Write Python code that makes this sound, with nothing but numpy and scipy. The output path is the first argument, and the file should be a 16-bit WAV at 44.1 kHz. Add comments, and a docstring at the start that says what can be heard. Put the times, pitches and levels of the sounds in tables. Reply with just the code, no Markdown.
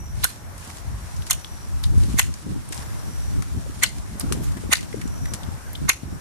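"""Snipping stems in a windy garden

Hand secateurs cut thin leafy stems, an arm's length or two from a small camera with two microphone ports.
Each snip is a run of short noise bursts that ring the steel and the stem; a metal fence and foliage answer.
Ticks are pitched crackles, and leaves rustle as hiss with tiny sparks.
A cicada pulses as a sliding tone in swells, and far trees and road hush as smooth noise.
Wind buffets the ports with low noise and single deep pops."""
import sys
import numpy as np
from scipy import signal
from scipy.fft import rfft, irfft, next_fast_len
from scipy.io import wavfile
from scipy.ndimage import uniform_filter1d, map_coordinates

SR = 44100
rng = np.random.default_rng(int(sys.argv[2]) if len(sys.argv) > 2 else 0)


def file_out(sig):
    """Save sig as 16-bit WAV at sys.argv[1]."""
    # one column per channel
    cols = np.atleast_2d(sig).T
    # limit, then scale
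    lim = np.clip(cols, -1, 1)
    pcm = np.round(lim * 32767).astype(np.int16)
    wavfile.write(sys.argv[1], SR, pcm)


N = 273508

# In every pan_db column, a positive number means louder on the left.

# far trees and road, loudness over time: time_s, level_db
HUSH_LEVEL = [(0, -46.5), (.67, -43), (1.0, -44), (2.09, -45.5), (2.45, -47.5), (2.7, -46), (2.8, -40.5),
              (3.3, -43.5), (3.6, -44.5), (3.9, -47), (4.3, -42), (4.8, -45), (5.39, -42), (5.77, -42.5),
              (5.9, -48.5), (6.2, -44)]
# tone colour of the far hush: pitch_hz, relative_db
HUSH_SPECTRUM = [(150, -3.5), (250, -7.5), (393, -5.5), (452, -9), (566, -4.5), (875, -3.5), (1640, -8),
                 (3060, -19.5), (4730, -20.5), (5730, -17), (10000, -18.5), (11000, -27), (13600, -21),
                 (14600, -81), (16000, -70)]
# how alike the two sides of the hush are: pitch_hz, likeness (0 to 1)
HUSH_LIKENESS = [(300, 0.51), (700, 0), (8000, 0), (12000, 0.84)]

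# cicada swells: start_s, hold_s, level_db
CICADA_SWELLS = [(0, 0.068, -50), (1.247, 0.373, -54), (3.1, 0.0287, -53), (3.19, .1, -53),
                 (4.939, 0.116, -62), (5.186, 0.13, -49.5), (5.86, 0.13, -61)]
SWELL_RISE_S, SWELL_FALL_S = .4, .2  # time to climb or drop 20 dB
BETWEEN_SWELLS_DB, FAR_CICADAS_DB = -64.5, -64
PULSES_PER_S = 51  # average
SHARPENS_HZ_PER_DB = 22  # louder singing is higher

# breeze across the ports: time_s, thud_db, flutter_db
BREEZE_LEVELS = [(0, -39, -59), (.15, -26, -56), (.4, -45, -67), (.53, -34, -63), (.8, -61, -64),
                 (.9, -38, -61), (1.2, -27, -55), (1.35, -32, -52), (1.6, -33, -43), (1.73, -22, -49),
                 (1.8, -25, -42), (1.95, -19, -52), (2.15, -18.5, -34), (2.4, -40, -52), (2.6, -32, -38),
                 (2.9, -34, -43), (3.1, -25, -36), (3.5, -27, -39), (3.9, -34, -45), (4.35, -24.5, -39),
                 (4.55, -30, -35), (4.9, -33, -33), (5.25, -27.5, -38), (5.75, -34.5, -45), (6.2, -39, -53)]
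# gusts head-on: start_s, hold_s, thud_db, flutter_db
GUST_EVENTS = [(0, 0.26, -35, -54.5), (0.417, 0.59, -42, -57), (0.879, 0.088, -32.5, -59),
               (1.034, 0.027, -32.5, -51), (1.17, 0.093, -40, -53), (1.697, 0.24, -41, -53),
               (1.912, 0.083, -27.5, -36), (2.019, 0.036, -38, -37.5), (2.096, 0.069, -28, -33),
               (2.294, 0.015, -38, -40.5), (2.468, 0.04, -35.5, -32.5), (2.58, 0.039, -38, -41),
               (2.778, 0.12, -37, -61), (3.082, 0.015, -57, -37), (3.25, 0.037, -36.5, -46.5),
               (3.366, 0.039, -33, -35.5), (3.545, 0.035, -27.5, -35.5), (3.69, 0.018, -35.5, -43),
               (3.772, 0.025, -39, -44), (3.863, 0.24, -43, -47), (4.104, 0.048, -40.5, -38.5),
               (4.243, 0.18, -33, -31), (4.478, 0.0085, -29.5, -41), (4.585, 0.0057, -34, -37),
               (4.66, 0.026, -30.5, -38.5), (4.972, 0.0058, -38, -28.5), (5.075, 0.015, -35.5, -45),
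               (5.203, 0.05, -37.5, -42.5), (5.315, 0.033, -35, -40.5), (5.441, 0.043, -34, -43.5),
               (5.53, 0.017, -36, -48), (5.812, 0.046, -30, -35.5), (6.036, 0.042, -34.5, -45),
               (6.136, 0.028, -31.5, -39)]
GUST_RISE_S, GUST_FALL_S = 0.049, 0.048  # time to climb or drop 20 dB
LULL_DB = (-45.5, -49.5)  # head-on thud and flutter between gusts
SIDEWAYS_DB = (0, 3)  # thud and flutter that a gust adds across the ports, over its head-on level
# tone colour of the low wind thud: pitch_hz, relative_db
THUD_SPECTRUM = [(15, -37), (30, -19.5), (50, 2.5), (80, 2), (130, -5.5), (220, -24.5), (500, -109)]
# tone colour of the quicker wind flutter: pitch_hz, relative_db
FLUTTER_SPECTRUM = [(60, -14), (120, 1), (170, 1.5), (300, -5), (450, -17), (650, -28.5), (1000, -63)]

# the bush stirring: time_s, level_db
RUSTLE_LEVEL = [(0, -79), (.4, -75), (1.1, -47.5), (1.8, -49.5), (2.3, -47), (2.7, -49.5), (3.3, -46.5),
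                (3.7, -49), (4.0, -48.5), (4.3, -49), (4.9, -46.5), (5.05, -51), (6.2, -53)]
# branches swishing: start_s, hold_s, level_db
BRANCH_SWISHES = [(0.229, 0.044, -38), (0.6, 0.18, -46), (1.846, 0.018, -46.5), (2, 0.14, -43),
                  (2.758, 0.019, -37.5), (3.745, 0.077, -44.5), (4.312, .01, -48), (4.433, 0.051, -46),
                  (5.816, 0.067, -49.5)]
SWISH_RISE_S, SWISH_FALL_S = 0.11, 0.14  # time to climb or drop 20 dB
# tone colour of rubbing leaves and crackles: pitch_hz, relative_db
LEAF_SPECTRUM = [(470, -52), (800, -3), (1010, 4.5), (1860, 1), (3570, 1.5), (9890, 2.5), (13600, -11),
                 (14300, -28), (15000, -65)]

# cracks ringing the blades: peak_s, level_db, strongest_hz, rise_ms, t60_ms (time to fade 60 dB), pan_db
BLADE_CRACKS = [(0.236, -18, 4300, 0.56, 20, 3), (0.239, -24, 4300, .6, 23, 8),
                (0.2421, -6, 8050, 0.36, 6.4, 3), (0.243, -5.5, 11700, 0.43, 13, -1),
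                (0.2466, -27, 8600, 0.74, 26, 0), (0.247, -20, 8600, 0.74, 30, -4),
                (1.2988, -29, 6710, 2, 18, 3), (1.3003, -19, 9270, .4, 20, 0), (1.304, -25, 7570, 1, 25, 5),
                (1.3087, -5, 11800, 0.22, 3.2, 4), (1.3087, -9, 6940, 0.19, 11, 2),
                (1.312, -10.5, 9100, 2.2, 11, -2), (1.3144, -20, 5770, .5, 16, 6),
                (1.319, -32, 9270, .6, 14, 2), (2.1837, -25, 7700, 5.1, 27, -3),
                (2.1873, -15.5, 7570, .4, 18, -2), (2.191, -15, 6710, .5, 12, 0),
                (2.1932, -9.5, 11800, .3, 12, 0), (2.1943, -6, 7700, 0.75, 7.8, 2),
                (2.1966, -11.5, 8800, 0.43, 14, -5), (2.1994, -18, 5740, .4, 23, 8),
                (2.2043, -35, 8670, 1, 17, 0), (3.831, -20, 7500, 4.4, 22, -1),
                (3.8338, -12, 7870, 0.76, 18, -7), (3.8352, -7, 6760, .4, 15, 2),
                (3.8379, -12, 8800, .4, 12, -7), (3.84, -14.5, 4184, 0.46, 16, 8),
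                (3.8407, -25, 7870, .5, 12, 4), (3.843, -25, 5770, .5, 27, 6),
                (4.7232, -26, 9300, 9.5, 25, 3), (4.7258, -17, 6710, 3.4, 37, 2),
                (4.7293, -9.5, 9800, 1, 11, -5), (4.7325, -14, 7900, .4, 11, 0),
                (4.7325, -8.5, 4184, 0.62, 21, 2), (4.738, -28, 9270, 1, 12, 0),
                (5.8903, -17, 6710, 2.6, 20, 2), (5.8934, -6, 10200, 0.46, 7.5, -8.5),
                (5.8936, -10, 6710, .4, 9, -8), (5.8978, -14.5, 10090, .4, 12, 1),
                (5.8975, -15, 6600, .5, 23, 6), (5.903, -28, 6710, .6, 32, 7)]
# cracks ringing the stem and handles: peak_s, level_db, strongest_hz, rise_ms, t60_ms, pan_db
STEM_CRACKS = [(0.233, -29, 3540, 2, 20, -10), (0.2375, -20, 2080, 1.3, 27, -4),
               (0.2408, -16, 1480, 0.4, 16, -5), (0.244, -19, 1330, .5, 19, -4),
               (0.2465, -21, 1200, 0.5, 24, -8), (0.249, -17.5, 1480, 0.73, 8.6, 5),
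               (0.2522, -18.5, 1480, 0.75, 9.2, -15), (1.2994, -25, 2050, .4, 20, -10),
               (1.3035, -29.5, 1480, 0.87, 22, -6), (1.306, -21.5, 1493, 0.7, 22, -1),
               (1.31, -18.5, 3540, 0.49, 29, 2), (1.3156, -19, 2520, .5, 15, -9),
               (1.3187, -19, 2860, 0.73, 14, -5), (1.3227, -35, 2890, 0.66, 14, -1),
               (2.178, -29.5, 1990, 4, 41, -7), (2.1876, -12, 1930, 1.4, 14, -9),
               (2.192, -12, 2050, 0.35, 11, 3), (2.1946, -11, 2020, 0.67, 24, -4),
               (2.1981, -13, 2000, 0.75, 8.7, 0), (2.196, -15, 3130, .5, 18, 3),
               (2.2005, -33, 2040, 0.57, 20, 2), (3.8265, -20, 2030, 4.4, 82, 0),
               (3.8333, -12, 1980, 2.2, 20, 0), (3.8367, -14, 2080, 0.43, 17, -16),
               (3.8392, -12.5, 2870, 0.39, 16, -6), (3.836, -22, 1480, 0.68, 20, -2),
               (3.8435, -20, 2860, .8, 34, 1), (4.72, -19.5, 2060, 5, 24, -9),
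               (4.725, -12, 1980, 0.92, 20, -6), (4.7277, -8, 2510, 0.67, 17, -6),
               (4.7322, -5, 2080, 0.39, 8.5, -6), (4.733, -14, 1200, .6, 13, -9),
               (4.7357, -5.5, 2070, .5, 7.3, -2), (5.8918, -15, 1900, 4, 7.5, -10),
               (5.8957, -14.5, 1940, 0.96, 11, 13), (5.898, -12.5, 2530, 0.33, 25, 3),
               (5.8914, -16, 1200, 0.41, 8.1, 11), (5.8982, -16, 1480, .6, 20, 0),
               (5.9015, -21.5, 2030, 0.54, 25, -16)]
# ringing tones of the steel blades: pitch_hz, width_hz, relative_db
STEEL_MODES = [(4200, 170, 4), (5270, 190, 0), (5500, 380, -0.5), (6590, 610, 3), (7670, 580, -2),
               (7990, 350, 3), (8620, 650, 1), (9300, 390, 4.5), (10200, 380, -2.5), (10660, 1800, -12),
               (11500, 1600, -3.5), (12950, 1050, -3.5)]
# ringing tones of the stem and handles: pitch_hz, width_hz, relative_db
WOOD_MODES = [(480, 89, -13.5), (775, 2700, -23), (1110, 460, 1.5), (1523, 73, 5), (1850, 260, -5.5),
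              (2110, 137, 1), (2647, 770, -0.5), (3010, 600, 3), (3550, 430, 0.5)]
STEEL_SCATTER_DB, WOOD_SCATTER_DB = 2, 2  # how much each ringing tone varies from crack to crack
SNAP_MS = 2.5  # height of the click at a burst's peak, times its rise in ms

# arm and bush shade the fence echo more or less: time_s, level_db
FENCE_LEVEL = [(.24, -32), (1.31, -13), (2.19, -25), (3.84, -30), (4.73, -23), (5.89, -27)]
FENCE_S = .022  # delay of the fence echo
# how long foliage echoes last: pitch_hz, t60_s
GARDEN_FADE = [(800, 0.011), (2100, 0.26), (5500, 0.31), (12000, 0.21)]

# twigs, leaves and cut ends ticking: peak_s, level_db, strongest_hz, crackle_db (over the ring),
# rise_ms, t60_ms, pan_db
TICK_EVENTS = [(0.581, -38, 9400, -4, 2, 47, 1), (0.628, -43, 2500, -7, 1.5, 25, 0),
               (0.647, -42, 8500, -4, 1.5, 30, 0), (0.676, -40, 8000, -2, 1, 25, 0),
               (0.772, -42, 6500, 2, 3, 30, 0), (0.784, -42, 6000, 3, 1, 25, 0),
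               (0.7012, -41, 1920, 3, 2, 41, 7), (1.165, -39.5, 5920, -0.5, .6, 36, 5),
               (1.222, -39, 3400, 0, 1.5, 37, 7), (1.267, -40, 6070, 5.5, 2.8, 91, 1),
               (1.4455, -31.5, 3350, -4.5, .3, 46, 1), (1.8337, -34, 12060, -2, 0.54, 14, -4),
               (1.8382, -24.5, 3850, -3.5, .4, 17, 4), (1.8424, -24.5, 3700, -7, 1, 12, 2),
               (1.849, -39, 4500, -9, 2.2, 45, 3), (1.982, -37, 8160, -7, 1.5, 29, 6),
               (2.035, -35.5, 4400, 2, 0.51, 23, 2), (2.216, -26, 2540, -8, 1.1, 30, -2),
               (2.222, -31, 2830, -12, 1, 18, 6), (2.229, -28, 6260, -2, .3, 16, -4),
               (2.34, -32, 6200, -3, 0.51, 26, 0), (2.6895, -31.5, 9250, -20, .3, 20, 0),
               (2.7265, -33.5, 1930, 7.5, 2.5, 38, 1.5), (2.744, -33, 8950, -5, 1, 35, -5),
               (2.777, -35, 6040, -2, 1, 30, 7), (2.8115, -45, 1700, -12, .6, 26, 7),
               (2.8262, -41.5, 1670, 3, .6, 29, 6), (3.423, -35.5, 1480, 4, 0.67, 29, 8),
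               (3.8535, -31, 2620, -9, 0.91, 23, 2), (3.862, -27, 4370, -11, 2.5, 60, 4),
               (3.9846, -50.5, 6550, 13.5, 2, 40, 1), (4.1973, -23, 9670, -15, 1.7, 40, -9),
               (4.2052, -31.5, 5130, -2, 2.5, 50, 2), (4.21, -37, 9200, 4, 1.8, 32, 9),
               (4.215, -40, 12000, 6, 3.1, 10, -3), (4.325, -19.5, 7450, 3.5, 1.2, 11, 6),
               (4.3289, -28, 8400, -1, 1.8, 55, -6), (4.433, -38, 11800, -3, 4, 81, 0),
               (4.442, -39.5, 6670, -5, 2.7, 58, -7), (4.481, -52, 3000, 1, 1.7, 24, 2),
               (4.52, -45, 4000, 7, 2, 30, 0), (4.572, -37.5, 1820, -0.5, 2.5, 34, 2),
               (4.7135, -34, 13200, -10, .4, 15, 2), (4.79, -44, 2300, -1, 2, 25, 2),
               (4.809, -38.5, 5000, 3, 1, 28, 0), (4.829, -38, 3500, 2, 1, 28, 2),
               (3.885, -43, 4400, -5, 1, 25, 0), (2.242, -38, 2200, 2, 1, 25, -2),
               (4.7437, -42, 2230, -6, 1.1, 22, 2), (4.7552, -22, 4270, -7, 0.87, 25, 4),
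               (4.7692, -32, 4460, 0.5, 3.3, 64, 2), (4.928, -35, 2020, -6, 1.5, 27, 3),
               (5.014, -33.5, 2030, -0.5, 0.57, 47, 1), (4.961, -45, 7000, -4, 4, 37, 0),
               (5.077, -37.5, 6900, -2, 2, 30, -1), (5.257, -30, 1800, -3, 0.65, 24, 0),
               (5.337, -23, 7500, -1, 0.44, 31, 1.5), (5.348, -42, 8500, 9, .6, 50, 3),
               (5.4325, -36.5, 3400, -2, 0.55, 40, 4), (5.732, -28, 11700, -12, 0.22, 5, -5),
               (5.737, -40, 11000, -1, .6, 10, 0), (5.7515, -31, 3330, -15, 0.67, 29, 8.5),
               (5.756, -32.5, 3520, -9, 0.4, 23, -2), (5.7628, -38, 10800, -8, .4, 8, -2),
               (5.911, -29, 2500, -3, 1.5, 32, -3), (5.918, -26, 2280, -4, 2.3, 25, 3),
               (5.93, -35, 5860, -15, 1, 35, 10)]
TICK_WIDTH = 0.22  # width of each of a tick's two filter stages, over its pitch

# single eddies popping on the ports: peak_s, level_db, pitch_hz
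POP_EVENTS = [(1.91, -36, 184), (1.98, -14.5, 190), (2.085, -21, 180), (2.1437, -13.5, 195),
              (2.4674, -17.5, 190), (2.5622, -21.5, 250), (2.7112, -28.5, 318), (2.791, -21, 149),
              (3.549, -36, 237), (3.6655, -30.5, 523), (3.699, -24, 285), (3.9864, -26.5, 234),
              (4.1017, -38, 252), (4.2416, -15.5, 235), (4.316, -17, 383), (4.352, -29, 487),
              (4.375, -21, 291), (4.409, -24, 316), (4.572, -24.5, 267), (4.639, -25, 413),
              (4.695, -19.5, 273), (4.945, -16, 424), (5.057, -16, 236), (5.488, -19, 179),
              (5.8184, -22, 241), (5.8945, -26, 340), (6.034, -21, 217), (6.129, -22, 187)]
POP_T60_MS, POP_PAN_DB = 16, 7.5

# the treble fades out at the top: pitch_hz, gain_db
TREBLE_END = [(13500, -0.5), (14500, 1), (16400, -17)]
TOP_HZ = 16480


def amp(db):
    """Turns decibels into a plain multiplier."""
    return 10 ** (np.asarray(db) / 20)


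def unit(x):
    """Scales a sound to an average strength (rms) of 1."""
    return x / np.sqrt(np.mean(x ** 2) + 1e-20)


def along(points, hz):
    """Reads a curve of (Hz, value) points on a log pitch axis."""
    f, v = np.transpose(points)
    return np.interp(np.log(hz + 1), np.log(f + 1), v)


def curves(rows):
    """Gives one value per sample for each column after the time."""
    s, *cols = np.transpose(rows)
    return [np.interp(np.arange(N) / SR, s, c) for c in cols]


def wobble(rate):
    """A smooth random curve through rate random points a second."""
    points = rng.standard_normal(int(N * rate / SR) + 4)
    return map_coordinates(points, [np.arange(N) * rate / SR])


def filtered(x, response):
    """Filters x by a complex response that depends on frequency."""
    m = next_fast_len(x.shape[-1] + 4096)
    spectrum = rfft(x, m) * response(np.fft.rfftfreq(m, 1 / SR))
    return irfft(spectrum, m)[..., :x.shape[-1]]


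def coloured(x, spectrum):
    """Shapes x by a tone colour table, then sets its rms to 1."""
    return unit(filtered(x, lambda hz: amp(along(spectrum, hz))))


def swells(starts, holds, levels_db, rise_s, fall_s):
    """Gain of events that climb 20 dB in rise_s, hold, and drop 20 dB in fall_s; powers add."""
    t = np.arange(0, N / SR + .001, .001)
    power = 0
    for s, hold, db in zip(starts, holds, levels_db):
        before = np.maximum(s - t, 0) / abs(rise_s)
        after = np.maximum(t - s - abs(hold), 0) / abs(fall_s)
        power = power + amp(db - 20 * (before + after)) ** 2
    return np.interp(np.arange(N) / SR, t, np.sqrt(power))


def modes(table, centre_hz, scatter_db, fall_db, most_db):
    """Resonances at new random strengths, weaker with squared octaves from centre_hz, by most_db at most."""
    hz, width, db = np.transpose(table)[:, :, None]
    loss_db = np.minimum(abs(fall_db) * np.log2(hz / centre_hz) ** 2, abs(most_db))
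    gain = amp(db + scatter_db * rng.standard_normal(hz.shape) - loss_db)
    sign = (-1.) ** np.arange(len(table))[:, None]  # neighbours ring in opposite directions

    def response(f):
        return np.sum(sign * gain * 1j * f * width / (hz * hz - f * f + 1j * f * width), axis=0)
    return response


def burst(rise_ms, t60_ms, alike, grain_db, count=7):
    """Grainy noise swells to a click 20 ms in and dies; the left port hears the shared part count samples late."""
    ms = np.arange(4096) / SR * 1000 - 20
    rise = np.exp(np.minimum(ms, 0) / abs(rise_ms))
    shape = np.where(ms < 0, rise, amp(-60 * ms / abs(t60_ms)))
    grain = amp(grain_db * np.repeat(rng.standard_normal(256), 16))
    one, left, right = shape * grain * rng.standard_normal((3, len(ms)))
    share = np.clip(alike, 0, 1)
    shared = np.array([np.roll(one, count), one])
    sound = np.sqrt(share) * shared + np.sqrt(1 - share) * np.array([left, right])
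    peak = np.argmax(shape)
    sound[[0, 1], [peak + count, peak]] += SNAP_MS / max(abs(rise_ms), .5)  # slow swells have little click
    return sound


def span(rise_ms, t60_ms):
    """Approximate rms of a burst whose envelope peaks at 1."""
    return np.sqrt((abs(rise_ms) + abs(t60_ms) / np.log(1000)) / 200)


def add(track, sound, s, pan_db):
    """Places a burst with its peak at s seconds, louder on the left if pan_db is positive."""
    start = round((s - .02) * SR)
    track[:, start:start + sound.shape[1]] += sound * amp([[pan_db / 2], [-pan_db / 2]])


def hush():
    """Far trees and road blend into smooth noise with faint patches in time and pitch."""
    level_db, = curves(HUSH_LEVEL)
    z = signal.stft(rng.standard_normal((2, N)), nperseg=512)[2]
    patches = uniform_filter1d(rng.standard_normal(z.shape[1:]), 6, 0)
    patches = uniform_filter1d(patches, 12, 1)
    pair = signal.istft(z * amp(1.5 * unit(patches)), nperseg=512)[1][:, :N]

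    def mid_side_gains(hz):
        turn = np.arccos(np.clip(along(HUSH_LIKENESS, hz), -1, 1)) / 2
        return amp(along(HUSH_SPECTRUM, hz)) * [np.cos(turn), np.sin(turn)]
    mid, side = filtered(pair, mid_side_gains)
    both = unit(np.array([mid + side, mid - side]))
    return amp(level_db) * both * amp([[.8], [-.8]])  # the left is slightly louder


def cicada():
    """Each pulse is a tone sliding down near 5.7 kHz, with its octave, over narrow noise like blurred echoes."""
    swell = swells(*np.transpose(CICADA_SWELLS), SWELL_RISE_S, SWELL_FALL_S)
    level = np.hypot(amp(BETWEEN_SWELLS_DB), swell)
    beat = np.cumsum(PULSES_PER_S + 4 * wobble(3.5)) / SR % 1  # place within each pulse, 0 to 1
    gate = np.sin(np.pi * np.clip(beat / .85, 0, 1))
    sharpening = SHARPENS_HZ_PER_DB * 20 * np.log10(level / level.max())
    pitch_hz = 6050 + sharpening - 480 * beat + 80 * wobble(250)
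    phase = 2 * np.pi * np.cumsum(pitch_hz) / SR
    flicker = amp(2 * wobble(60))
    octave = amp(-11) * np.sin(2 * phase)
    tones = np.array([np.sin(phase - lag) + octave for lag in (1.4, 0)])  # the left tone lags
    pulses = unit(gate * flicker * tones)
    blur = filtered(rng.standard_normal((2, N)), lambda hz: np.exp(-((hz - 5720) / 280) ** 2))
    far = filtered(rng.standard_normal((2, N)), lambda hz: np.exp(-((hz - 5620) / 110) ** 2))
    near = level * (pulses + amp(-5) * unit(blur))
    return near + amp(FAR_CICADAS_DB) * unit(far)  # others sing on, further off


def wind():
    """Eddies push one port as they pull the other; head-on gusts press both ports alike."""
    starts, holds, *levels_db = np.transpose(GUST_EVENTS)
    gusts = np.array([swells(starts, holds, db, GUST_RISE_S, GUST_FALL_S) for db in levels_db])
    head_on = np.hypot(gusts, amp(LULL_DB)[:, None])
    across = np.hypot(amp(curves(BREEZE_LEVELS)), gusts * amp(SIDEWAYS_DB)[:, None])
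    pressed = buffet(*head_on, lumpy_db=1.5) * [[1], [1]]
    return pressed + buffet(*across, lumpy_db=4.0) * [[1.05], [-.95]]


def buffet(thud_gain, flutter_gain, lumpy_db):
    """Rough air makes a lumpy low thud and a quicker flutter above it."""
    lumps = amp(lumpy_db * wobble(16))
    thud = unit(lumps * coloured(rng.standard_normal(N), THUD_SPECTRUM))
    quick = amp(2.7 * wobble(35))
    flutter = unit(lumps * quick * coloured(rng.standard_normal(N), FLUTTER_SPECTRUM))
    return thud_gain * thud + flutter_gain * flutter


def rustle():
    """Leaves rub: a hiss, uneven at each port, with tiny clumped crackles."""
    swish = swells(*np.transpose(BRANCH_SWISHES), SWISH_RISE_S, SWISH_FALL_S)
    level = np.hypot(amp(curves(RUSTLE_LEVEL)[0]), swish)
    chance = 1200 / SR * amp(6 * wobble(30))  # of a spark at each sample, rising and falling in clumps
    sparks = (rng.random((2, N)) < chance) * rng.standard_normal((2, N))
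    sparks = sparks * amp(2 * rng.exponential(1, (2, N)))
    hiss = rng.standard_normal((2, N)) * amp(1.8 * np.array([wobble(60), wobble(60)]))
    return level * coloured(unit(hiss) + .7 * unit(sparks), LEAF_SPECTRUM)


def snips():
    """Fibres give way in runs of cracks that ring the blades high and the stem and handles low."""
    track = np.zeros((2, N + SR))
    shade_db = 3  # the camera body shades the left port from treble
    for s, db, hz, rise_ms, t60_ms, pan_db in BLADE_CRACKS:
        crack = burst(rise_ms, t60_ms, alike=0.1, grain_db=0.5)
        steel = filtered(crack, modes(STEEL_MODES, hz, STEEL_SCATTER_DB, fall_db=90, most_db=10.5))
        add(track, span(rise_ms, t60_ms) * amp(db) * unit(steel), s, pan_db - shade_db)
    for s, db, hz, rise_ms, t60_ms, pan_db in STEM_CRACKS:
        crack = burst(rise_ms, t60_ms, alike=0.089, grain_db=3.5, count=20)
        wood = filtered(crack, modes(WOOD_MODES, hz, WOOD_SCATTER_DB, fall_db=71, most_db=14.5))
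        add(track, span(rise_ms, t60_ms) * amp(db) * unit(wood), s, pan_db + 5.5)
    return track[:, :N]


def garden(x):
    """The fence returns one clear echo; foliage scatters a short noisy tail, drawn afresh for each half second."""
    block, out = SR // 2, np.zeros((2, N + 2 * SR))
    for start in range(0, N, block):
        hz, t, z = signal.stft(rng.standard_normal((2, SR // 4)), SR, nperseg=256)
        fade = amp(-60 * t / along(GARDEN_FADE, hz)[:, None])
        tail = signal.istft(z * fade, SR, nperseg=256)[1]
        steps = np.repeat(rng.standard_normal(SR // 40), 40)[:tail.shape[1]]
        tail = tail * amp(5 * steps)  # the tail is uneven, in short random steps of loudness
        tail = tail * np.where(np.arange(tail.shape[1]) < .019 * SR, amp(1.5), 1)  # the start is a bit stronger
        wet = signal.fftconvolve(x[:, start:start + block], tail / np.linalg.norm(tail[0]), axes=1)
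        out[:, start:start + wet.shape[1]] += wet
    fence_db, = curves(FENCE_LEVEL)
    delayed = np.pad(amp(fence_db) * x, ((0, 0), (round(FENCE_S * SR), 0)))[:, :N]
    fence = delayed * amp([[-1.5], [1.5]])
    return amp(-14.0) * out[:, :N] + fence


def ticks():
    """Twigs, leaves and cut ends tick: each is a broad crackle with one stronger pitch."""
    track = np.zeros((2, N + SR))
    for s, db, hz, crackle_db, rise_ms, t60_ms, pan_db in TICK_EVENTS:
        puff = burst(rise_ms, t60_ms, alike=0.04, grain_db=5.5)
        ring = unit(filtered(puff, lambda f: (f * hz / (hz * hz - f * f + 1j * abs(TICK_WIDTH) * f * hz)) ** 2))
        crackle = coloured(puff, LEAF_SPECTRUM)
        tick = ring + amp(crackle_db) * crackle
        add(track, span(rise_ms, t60_ms) * amp(db) * tick, s, pan_db)
    return track[:, :N]


def pops():
    """Each eddy is a short low push with falling pitch, opposite at the two ports and weaker on the right."""
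    track, t = np.zeros((2, N + SR)), np.arange(4096) / SR - .02
    rise = np.exp(np.minimum(t, 0) / .002)
    shape = np.where(t < 0, rise, amp(-60 * t / abs(POP_T60_MS / 1e3)))
    for s, db, hz in POP_EVENTS:
        push = shape * np.cos(2 * np.pi * hz * t * (1 - 6 * t) + rng.uniform(0, 2 * np.pi))
        add(track, amp(db) * push * [[1], [-.4]], s, POP_PAN_DB)
    return track[:, :N]


def scene():
    """Adds all the sounds; only the snips and ticks echo in the garden."""
    near = snips() + ticks()
    return near + garden(near) + rustle() + hush() + cicada() + wind() + pops()


def record(dry):
    """The treble fades out at the top, the loudest cracks clip softly; nothing stays above the band limit."""
    heard = filtered(dry, lambda hz: amp(along(TREBLE_END, hz)))
    clipped = heard / (1 + np.abs(heard / 1.05) ** 4) ** (1 / 4)
    return filtered(clipped, lambda hz: hz < TOP_HZ)


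dry = scene()
out = record(dry)
file_out(out)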